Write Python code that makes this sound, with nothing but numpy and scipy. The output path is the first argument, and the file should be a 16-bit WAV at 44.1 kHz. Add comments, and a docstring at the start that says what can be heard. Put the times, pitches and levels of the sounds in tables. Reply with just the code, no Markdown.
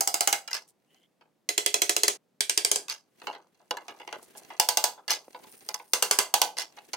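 """Mallet and pine in a small workshop

Quick bursts of mallet blows drive three pine blocks into a long rail, then tap a second rail onto them.
Each blow is a brief noise contact, modes of the wood ringing on, a bench thump and a short, hard room.
Between bursts the mallet is laid down in hops, and loose pieces knock, click and pat on the bench.
Hands slide, sleeves swish and a block squeaks, all as shaped noise and tones over a quiet, steady air.
Two microphone ports stand close by.
"""
import sys
import numpy as np
from scipy import signal
from scipy.fft import rfft, irfft, next_fast_len
from scipy.io import wavfile

SR = 44100
rng = np.random.default_rng(int(sys.argv[2]) if len(sys.argv) > 2 else 0)


def int16_out(signal):
    """Quantize to a 16-bit WAV file."""
    q = np.round(np.clip(np.atleast_2d(signal).T, -1, 1) * 32767)
    wavfile.write(sys.argv[1], SR, q.astype(np.int16))


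N = 306936

# mallet blows: [start_s, level_db]
BLOWS = [(0.0069, -24), (0.0738, -24.5), (0.1411, -25), (0.2066, -23.5), (0.2733, -22.5), (0.3266, -24),
         (1.489, -27), (1.578, -24), (1.6609, -23.5), (1.7412, -22.5), (1.8175, -22), (1.8934, -22.5),
         (1.9638, -24), (2.0329, -21), (2.0801, -22), (2.4055, -24.5), (2.495, -24), (2.5748, -22),
         (2.6474, -21.5), (2.7139, -21.5), (2.758, -26), (4.5976, -19.5), (4.6871, -22.5), (4.7709, -22),
         (4.8395, -22), (5.9333, -21.5), (6.0237, -22), (6.1103, -20.5), (6.1871, -20), (6.3393, -21),
         (6.4157, -21.5)]
# the mallet moves on to another spot at these times (s)
SECOND_END, THIRD_END, RAIL_MOVES = 2.175, 3.5, (5.5, 6.26)

# colour of each place struck: [frequency_hz, level_db_per_hz]
FIRST_BLOCK = [(180, -27.5), (779, 0), (1010, -11.5), (7600, -11), (16000, -22)]
SECOND_BLOCK = [(180, -28.5), (411, -4), (1110, -19.5), (1990, -2), (7990, -1), (16000, -19.5)]
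THIRD_BLOCK = [(180, -30), (404, -6), (1340, -18.5), (1650, -3.5), (4720, 1), (8940, -1.5), (16000, -21)]
RAIL_END = [(180, -37), (450, -18.5), (824, -7), (1250, -25), (1810, -30), (6000, -14.5), (16000, -25.5)]
RAIL_MIDDLE = [(180, -33.5), (487, -12), (1750, -13), (8140, -10), (16000, -25)]
BENCH = [(60, -51.5), (200, -23.5), (380, -4), (850, 0), (1400, -7.5), (5500, -11), (16000, -32)]
# modes of the wood, undamped by hands: [pitch_hz, relative_level_db, t60_s]
FIRST_BLOCK_MODES = [(330, -12, .1), (416, -11, .15), (714, -5, .18), (798, 3, .17)]
BLOCK_MODES = [(345, -4, .08), (414, 0, .17), (485, -10, .12), (576, -11, .16), (705, -6, .16)]
RAIL_MODES = [(495, -11, .22), (700, -6, .14), (845, 0, .2), (905, -8, .14), (982, -4, .18),
              (1518, -14, .22)]
RAIL_MIDDLE_MODES = [(416, -1, .15), (495, 0, .15), (845, -4, .2), (1000, -2, .22), (1147, -5, .18),
                     (1529, -7, .19)]
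# an upright block sways, pushing air to one port as it pulls it from the other:
# [pitch_hz, relative_level_db, t60_s]
SWAY_MODES = [(892, 0, .09), (1015, -1, .08), (1130, -6, .08), (1296, -5, .11)]
# higher, quickly damped resonances that give each piece its woody note: [pitch_hz]
FIRST_BLOCK_NOTES = [1296, 1554, 2131, 2880, 4900, 6500, 7850]
SECOND_BLOCK_NOTES = [2023, 2550, 3350, 4100, 6600]
THIRD_BLOCK_NOTES = [1600, 2310, 3200, 4750, 8800]
RAIL_NOTES = [1670, 2060, 2820, 4550, 5050, 6200]
# weak spots in the colour of every blow and knock: [frequency_hz]
WEAK_SPOTS = [445, 545, 1830, 3700]

BODY_HZ, CLACK_HZ, CRACK_HZ = (30, 1200), (1200, 4000), (4000, 16500)  # low, middle and top band
RESONANCE_DB, RESONANCE_Q, DIP_DB = 6, 20, -6
CONTACT_S = 0.0015  # the force of a blow peaks after this time
THUMP_DB = -40.5  # the bench, against the blow
SPOT_SHARE = 0.23  # share of the vibration's power that repeats from blow to blow on one spot
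LOW_EDGE_HZ, LOW_LOSS_DB = 180, 26  # narrow pieces radiate little bass

# mallet laid down, touching first and then falling flat: [touch_s, landing_s, level_db, body_level_db]
LAYDOWNS = [(0.476, 0.53, -37, -48), (2.882, 2.897, -40, -52.5), (5.079, 5.105, -31, -38.5),
            (6.568, 6.584, -38, -44.5)]
TOUCH_DB, LANDING_CRACK_DB = -4.5, 7  # first touch against the landing; crack against clack
BOUNCE_S, BOUNCE_DB = 0.01, -4  # average time between hops; level change at each

# pieces set down and nudged; a soft contact passes only the lows: [start_s, level_db, contact_cutoff_hz]
KNOCKS = [(3.216, -49.5, 2770), (3.269, -35.5, 3430), (3.327, -50, 3350), (3.349, -49, 2780),
          (3.6, -62.5, 1000), (3.708, -32, 5530), (3.769, -40, 4070), (3.881, -44.5, 5000),
          (3.998, -48.5, 2920), (4.075, -43.5, 3930), (4.126, -39.5, 4200), (4.35, -52, 1670),
          (4.502, -44, 2120), (4.975, -49, 990), (5.345, -41.5, 1300), (5.442, -55, 1440),
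          (5.797, -47.5, 1900), (6.77, -48.5, 2600), (6.932, -38, 12400)]
KNOCK_CLACK_DB, KNOCK_CRACK_DB = 0.5, 5  # against the body, for a perfectly hard contact
# hard, dry clicks of wood on wood: [start_s, level_db]
CLICKS = [(5.688, -33.5), (5.742, -32)]
CLICK_BODY_DB, CLICK_CLACK_DB = -9, -9.5  # against the crack
# short, dull pats where hands and wood meet: [start_s, level_db]
PATS = [(4.164, -47.5), (4.227, -59), (4.374, -62), (5.281, -50.5)]
# the loose block is stood on the rail, a single row: [start_s, level_db]
BLOCK_PLACED = (1.209, -60.5)

# hands slide over the pine: [middle_s, length_s, level_db]
SLIDES = [(0.95, 0.13, -70), (3.25, 0.12, -60), (3.9, 0.5, -69), (4.42, 0.51, -60.5), (5.5, 0.42, -61),
          (6.85, 0.22, -61)]
# colour of rubbed pine: [frequency_hz, level_db_per_hz]
RUB_COLOUR = [(50, -21), (200, -2), (400, 3.5), (950, -13), (2000, -8), (6000, -17.5)]
BUMPS_PER_S, BUMP_DB = 61, -0.5  # average rate of catches in sliding wood; bumps against the slide
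# quick swishes of a sleeve: [middle_s, level_db]
SWISHES = [(0.696, -61), (4.236, -53), (4.383, -49)]
# colour of the sleeve: [frequency_hz, level_db_per_hz]
RUSTLE_COLOUR = [(800, -30), (3000, -6.5), (9500, 6.5), (16000, -7)]
SWISH_S, SWISH_RUB_DB = 0.02, -25  # length of a swish; its rubbing against its rustle
SLIDE_RUSTLE_DB = -10  # rustle of a slide against its rubbing
# dry sweeps along the rail: [middle_s, length_s, level_db]
SWEEPS = [(5.52, 0.035, -57.5), (5.72, 0.47, -59.5)]
# narrow bands in the hiss of a sweep: [frequency_hz, level_db_per_hz]
SWEEP_COLOUR = [(3020, -38), (5300, -22), (7730, -29), (9100, -9), (10300, -20)]
# fingers squeak on a block as it is picked up: [middle_s, slips_per_s, level_db]
SQUEAK = [(0.915, 975, -67), (0.975, 1020, -66), (1.04, 1055, -69)]

# reverberation of the room: [frequency_hz, t60_s]
ROOM_T60 = [(200, 0.31), (2200, 0.2)]
# the left port hears the lows earlier; its lead levels off at this phase angle (radians)
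PORT_LAG_S, PORT_TURN = 0.000078, 0.31
# colour of the steady air: [frequency_hz, level_db_per_hz]
AIR_COLOUR = [(50, -28), (170, 2), (500, -3), (1200, -15), (15000, -29)]
AIR_DB, AIR_ALIKE = -73.5, 0.6  # level; likeness of the two ports
CUTOFF_HZ = 16100

SIZE = 12288  # samples in one blow or knock
AGE = np.arange(SIZE) / SR  # seconds since contact
HZ = np.maximum(np.arange(SIZE // 2 + 1) * SR / SIZE, 1)
EARLY = SR // 50  # levels are set over the first 20 ms


def driving_blocks():
    """Three upright blocks are struck in turn; each sways as well as rings."""
    first = tapping(0, 1, FIRST_BLOCK, FIRST_BLOCK_NOTES, FIRST_BLOCK_MODES,
                    ring_db=-12.0, thud_db=-12.5, clack_db=-14.0, tail_db=-7.5,
                    clack_rise_db=2.1, sway_db=-7.5)
    second = tapping(1, SECOND_END, SECOND_BLOCK, SECOND_BLOCK_NOTES, BLOCK_MODES,
                     ring_db=-13.5, thud_db=-13.5, clack_db=-3.0, tail_db=-8.0,
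                     clack_rise_db=-0.63, sway_db=-9.5)
    third = tapping(SECOND_END, THIRD_END, THIRD_BLOCK, THIRD_BLOCK_NOTES, BLOCK_MODES,
                    ring_db=-25.0, thud_db=-19, clack_db=-4.5, tail_db=-8.5,
                    seating_db=1.23, clack_rise_db=-1.5, sway_db=-14)
    return first + stopped(second, SECOND_END) + third


def tapping_rail():
    """The second rail is tapped in three bursts: end colour, middle colour, then end colour again."""
    start = tapping(THIRD_END, RAIL_MOVES[0], RAIL_END, RAIL_NOTES, RAIL_MODES,
                    ring_db=-10.0, thud_db=-8.5, clack_db=-5.5, tail_db=-8.5)
    middle = tapping(*RAIL_MOVES, RAIL_MIDDLE, RAIL_NOTES, RAIL_MIDDLE_MODES,
                     ring_db=-14.5, thud_db=-10, clack_db=-6.0, tail_db=-7.5, seating_db=0.53)
    finish = tapping(RAIL_MOVES[1], N / SR, RAIL_END, RAIL_NOTES, RAIL_MODES,
                     ring_db=-10, thud_db=-3.0, clack_db=-2.0, tail_db=-10.0)
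    return start + middle + finish


def tapping(start, end, spectrum, resonances, modes, ring_db, thud_db, clack_db, tail_db,
            seating_db=0, clack_rise_db=0, sway_db=-np.inf, crack_db=1.0):
    """Each blow seats the joint: the next passes seating_db more to the body, in a new fine colour."""
    out = np.zeros((2, N))
    spot = wood_grain()
    share = np.clip(SPOT_SHARE, 0, 1)
    spectrum = [(LOW_EDGE_HZ, spectrum[0][1] - LOW_LOSS_DB), *spectrum]
    blows = [row for row in BLOWS if start <= row[0] < end]
    for k, (s, db) in enumerate(blows):
        grain = np.sqrt(share) * spot + np.sqrt(1 - share) * wood_grain()
        colour = causal(spectrum, resonances, ripple_db=5.5)
        thud = burst(grain[0], colour, BODY_HZ, CONTACT_S, -15, 0.12, tail_db - 5)
        low = from_db(thud_db) * thud + from_db(ring_db) * ringing(modes) + from_db(THUMP_DB) * thump()
        sway = from_db(sway_db) * ringing(SWAY_MODES) * [[1], [-1]]  # opposite sign at the ports
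        clack = burst(grain[1], colour, CLACK_HZ, CONTACT_S, -7, 0.075, tail_db + 1)
        crack = burst(grain[2], colour, CRACK_HZ, CONTACT_S, -11, 0.045, tail_db - 2)
        # both bands lean to the right port
        clack = from_db(clack_db + clack_rise_db * k) * clack * from_db([[-2], [2]])
        crack = from_db(crack_db) * crack * from_db([[-1], [1]])
        add(out, s, from_db(db) * (from_db(seating_db * k) * low + sway + clack + crack))
    return out


def burst(grain, colour, band, contact_s, wood_db, wood_t60, room_db, snap_hz=11000):
    """One band of a blow: brief contact, dense ringing of the wood, then the room; early rms 1."""
    contact = (AGE / contact_s * np.exp(1 - AGE / contact_s)) ** 2
    wood = from_db(wood_db - 60 * AGE / wood_t60)
    room_t60 = at_hz(ROOM_T60, np.sqrt(band[0] * band[1]))
    room = from_db(room_db - 60 * AGE / room_t60)
    tail = np.hypot(wood, room) * (1 - np.exp(-AGE / contact_s / 2))
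    # the contact is brighter than what rings after it
    bright_contact = rfft(grain * contact) * np.hypot(1, HZ / snap_hz)
    x = irfft((bright_contact + rfft(grain * tail)) * colour)
    x = signal.sosfilt(signal.butter(4, band, "band", fs=SR, output="sos"), x)
    return x / rms(x[:, :EARLY])


def ringing(modes, scatter_db=2.5, detune=0.007, port_spread=0.067, build_s=0.0037, damping=1):
    """Each blow excites the modes with new strengths; the hand's grip shifts them a little; early rms 1."""
    hz, db, t60 = np.transpose(modes)[:, :, None]
    strength, grip = rng.standard_normal((2, len(modes), 1))
    turn = (-1) ** np.arange(len(modes))[:, None]  # modes alternate in sign and in the port they reach first
    phase = 2 * np.pi * hz * (1 + detune * grip) * AGE
    decay = from_db(db + scatter_db * strength - 60 * AGE * damping / t60)
    fade = turn * decay * (1 - np.exp(-AGE / build_s))
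    left = (fade * np.sin(phase + port_spread * turn)).sum(0)
    right = (fade * np.sin(phase - port_spread * turn)).sum(0)
    x = np.array([left, right])
    return x / rms(x[:, :EARLY])


def thump(t60=0.084, top_hz=75):
    """The heavy bench gives a little under the blow: a decaying low rumble; early rms 1."""
    push = pair(0, SIZE) * from_db(-60 * AGE / t60)
    x = signal.sosfilt(signal.butter(2, top_hz, fs=SR, output="sos"), push)
    return x / rms(x[:, :EARLY])


def wood_grain(body_alike=0.75, top_alike=0.39):
    """Dense vibration of the wood as the two ports hear it, for body, clack and crack."""
    return np.array([pair(body_alike, SIZE), pair(top_alike, SIZE), pair(top_alike, SIZE)])


def causal(spectrum, resonances, ripple_db):
    """Colour of a spot: slope, resonances and fine ripple; minimum phase, so nothing sounds early."""
    knots = np.arange(0, SR / 2, 170)
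    ripple = np.interp(HZ, knots, rng.uniform(-1.5, 1, len(knots)))
    ripple = ripple_db * ripple * HZ / (HZ + BODY_HZ[1])  # weaker in the lows
    db = at_hz(spectrum, HZ) + RESONANCE_DB * bells(resonances) + DIP_DB * bells(WEAK_SPOTS) + ripple
    # folding the cepstrum gives the minimum phase
    cepstrum = irfft(np.log(from_db(db)))
    cepstrum[1:SIZE // 2] *= 2
    cepstrum[SIZE // 2 + 1:] = 0
    return np.exp(rfft(cepstrum))


def bells(centres):
    """Narrow bumps of height 1 on the frequency axis."""
    return sum(1 / (1 + (2 * RESONANCE_Q * np.log(HZ / hz)) ** 2) for hz in centres)


def stopped(x, s):
    """The sound breaks off abruptly, within 10 ms, at time s."""
    return x * np.interp(np.arange(N) / SR, [s - 0.01, s], [1, 0])


def laying_down(count=5):
    """The mallet touches the bench, skips, falls flat with a crack and rattles to rest in quick hops."""
    out = np.zeros((2, N))
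    for touch, landing, db, body in LAYDOWNS:
        for s in (touch, touch + 0.6 * (landing - touch)):
            add(out, s, from_db(TOUCH_DB) * knock(body, db, db))
        for k in range(count):
            jitter = min(k, 1) * (rng.random() - 0.5) / 2  # the landing itself is on time
            s = landing + BOUNCE_S * (k + jitter)
            add(out, s, from_db(BOUNCE_DB * k) * knock(body, db, db + LANDING_CRACK_DB))
    return out


def knocking():
    """Blocks and rails are set down, nudged and patted; the softer the contact, the duller the knock."""
    out = np.zeros((2, N))
    for s, db, cutoff in KNOCKS:
        clack_db = db + KNOCK_CLACK_DB + softened(CLACK_HZ, cutoff)
        crack_db = db + KNOCK_CRACK_DB + softened(CRACK_HZ, cutoff)
        add(out, s, knock(db, clack_db, crack_db))
    for s, db in CLICKS:
        add(out, s, knock(db + CLICK_BODY_DB, db + CLICK_CLACK_DB, db, chatter_db=-2.5))
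    for s, db in PATS:
        add(out, s, from_db(db) * pat())
    s, db = BLOCK_PLACED
    add(out, s, from_db(db) * knock(0, -1.8, -19))
    return out


def knock(body_db, clack_db, crack_db, ring_db=-2.5, thud_db=-3.5, chatter_db=0):
    """Loose wood meets the bench or the frame and chatters as it settles."""
    grain = wood_grain() * catching(5.3, 350, size=SIZE)
    colour = causal(BENCH, RAIL_NOTES, ripple_db=11.5)
    thud = burst(grain[0], colour, BODY_HZ, 0.003, 3, 0.15, -1)
    ring = ringing(RAIL_MODES, scatter_db=3.0, detune=0.02, damping=1.5)  # hands damp the rail
    low = from_db(thud_db) * thud + from_db(ring_db) * ring
    clack = burst(grain[1], colour, CLACK_HZ, 0.0016, 0.5 + chatter_db, 0.13, -14.5)
    crack = burst(grain[2], colour, CRACK_HZ, 0.0011, -9 + chatter_db, 0.085, -18)
    bright = from_db(clack_db) * clack + from_db(crack_db) * crack
    return from_db(body_db) * low + bright * from_db([[-1], [1]])


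def softened(band, cutoff):
    """What a soft contact takes from a band, in dB: a second-order low-pass at the band's centre."""
    return -10 * np.log10(1 + (band[0] * band[1] / cutoff ** 2) ** 2)


def pat(band_hz=(260, 640), t60=0.016):
    """A soft, damped contact: a few cycles of the lows and no ring; early rms 1."""
    push = pair(0.99, SIZE) * from_db(-60 * AGE / t60)
    x = signal.sosfilt(signal.butter(2, band_hz, "band", fs=SR, output="sos"), push)
    return x / rms(x[:, :EARLY])


def handling():
    """Each movement of a hand rubs and jogs the pine and rustles the sleeve."""
    slides = swells(SLIDES)
    swishes = swells([(s, SWISH_S, db) for s, db in SWISHES])
    rub = slides + from_db(SWISH_RUB_DB) * swishes
    rustle = swishes + from_db(SLIDE_RUSTLE_DB) * slides
    wood = rub * catching(5.4, 91) * hiss(RUB_COLOUR, 0.27) + from_db(BUMP_DB) * slides * bumps()
    sleeve = rustle * hiss(RUSTLE_COLOUR, 0.31)
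    sweep = swells(SWEEPS) * catching(2.4, 25) * hiss(SWEEP_COLOUR, 0.25)
    # the dry sounds flutter both slowly and finely
    return wood + (sleeve + sweep + squeak()) * catching(3, 90) * catching(5, 600)


def bumps():
    """Sliding wood catches at random; each catch is a small dull knock; rms 1."""
    catches = (rng.random(N) < BUMPS_PER_S / SR) * rng.standard_normal(N)
    bump = knock(body_db=-13.0, clack_db=-10.5, crack_db=-8.5)
    x = signal.fftconvolve(catches[None], bump, axes=1)[:, :N]
    return x / rms(x)


def squeak(length_s=0.035):
    """Skin slips on planed pine in short, broken chirps; the third harmonic leads, the second is weak."""
    s, hz, db = np.transpose(SQUEAK)
    slips_per_s = np.interp(np.arange(N) / SR, s, hz) * catching(0.5, 600)
    phase = 2 * np.pi * np.cumsum(slips_per_s) / SR
    level = swells([(middle, length_s, peak) for middle, peak in zip(s, db)])
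    return level * (np.sin(3 * phase) + np.sin(2 * phase) / 3)


def swells(rows):
    """Each movement (middle_s, length_s, level_db) gathers speed and slows again."""
    s, length, db = np.transpose(rows)[:, :, None]
    t = np.arange(0, N, 64) / SR
    # about 6 dB below its peak at either end of its length
    speed = from_db(db) / np.cosh(np.clip((t - s) / length * np.e, -50, 50))
    return np.interp(np.arange(N) / SR, t, speed.sum(0))


def catching(depth_db, per_s, size=N):
    """Loose surfaces catch and let go: an uneven gain."""
    steps = rng.standard_normal(size)
    return from_db(depth_db * np.interp(np.arange(size) / SR * per_s, np.arange(size), steps))


def ports(x):
    """Sound from the bench reaches the two ports out of step."""
    size = next_fast_len(N + SIZE)
    hz = np.arange(size // 2 + 1) * SR / size
    turn = np.minimum(2 * np.pi * PORT_LAG_S * hz, PORT_TURN)
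    return irfft(rfft(x, size) * np.exp(1j * turn * np.array([[0.5], [-0.5]])), size)[:, :N]


def air():
    """A quiet, steady bed of coloured noise, partly alike at the two ports."""
    return from_db(AIR_DB) * hiss(AIR_COLOUR, AIR_ALIKE)


def hiss(spectrum, alike):
    """Steady stereo noise of a given colour; rms 1."""
    hz = np.maximum(np.arange(N // 2 + 1) * SR / N, 1)
    x = irfft(rfft(pair(alike, N)) * from_db(at_hz(spectrum, hz)), N)
    return x / rms(x)


def pair(alike, size):
    """White noise at two ports, partly alike."""
    mid, side = rng.standard_normal((2, size))
    alike = np.clip(alike, -1, 1)
    return np.sqrt(1 + alike) * mid + np.sqrt(1 - alike) * side * [[1], [-1]]


def from_db(db):
    """Decibels to amplitude."""
    return 10 ** (np.asarray(db) / 20)


def rms(x):
    """Root-mean-square level over both ports, kept above zero."""
    return np.sqrt(np.mean(x ** 2) + 1e-24)


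def at_hz(points, hz):
    """Reads a table on a log-frequency axis."""
    f, value = np.transpose(points)
    return np.interp(np.log(hz), np.log(f), value)


def add(out, s, sound):
    """Mixes a sound in from time s."""
    i = max(round(s * SR), 0)
    out[:, i:i + sound.shape[1]] += sound[:, :N - i]


def scene():
    """Three blocks are driven in, then the rail is tapped home in three bursts, with handling in between."""
    struck = driving_blocks() + tapping_rail()
    loose = laying_down() + knocking()
    return ports(struck + loose) + handling() + air()


def record(dry):
    """The tallest peaks are rounded and the top is cut."""
    rounded = np.tanh(dry)
    top_cut = signal.ellip(10, 0.1, 80, CUTOFF_HZ, fs=SR, output="sos")
    return signal.sosfilt(top_cut, rounded)


dry = scene()
out = record(dry)
int16_out(out)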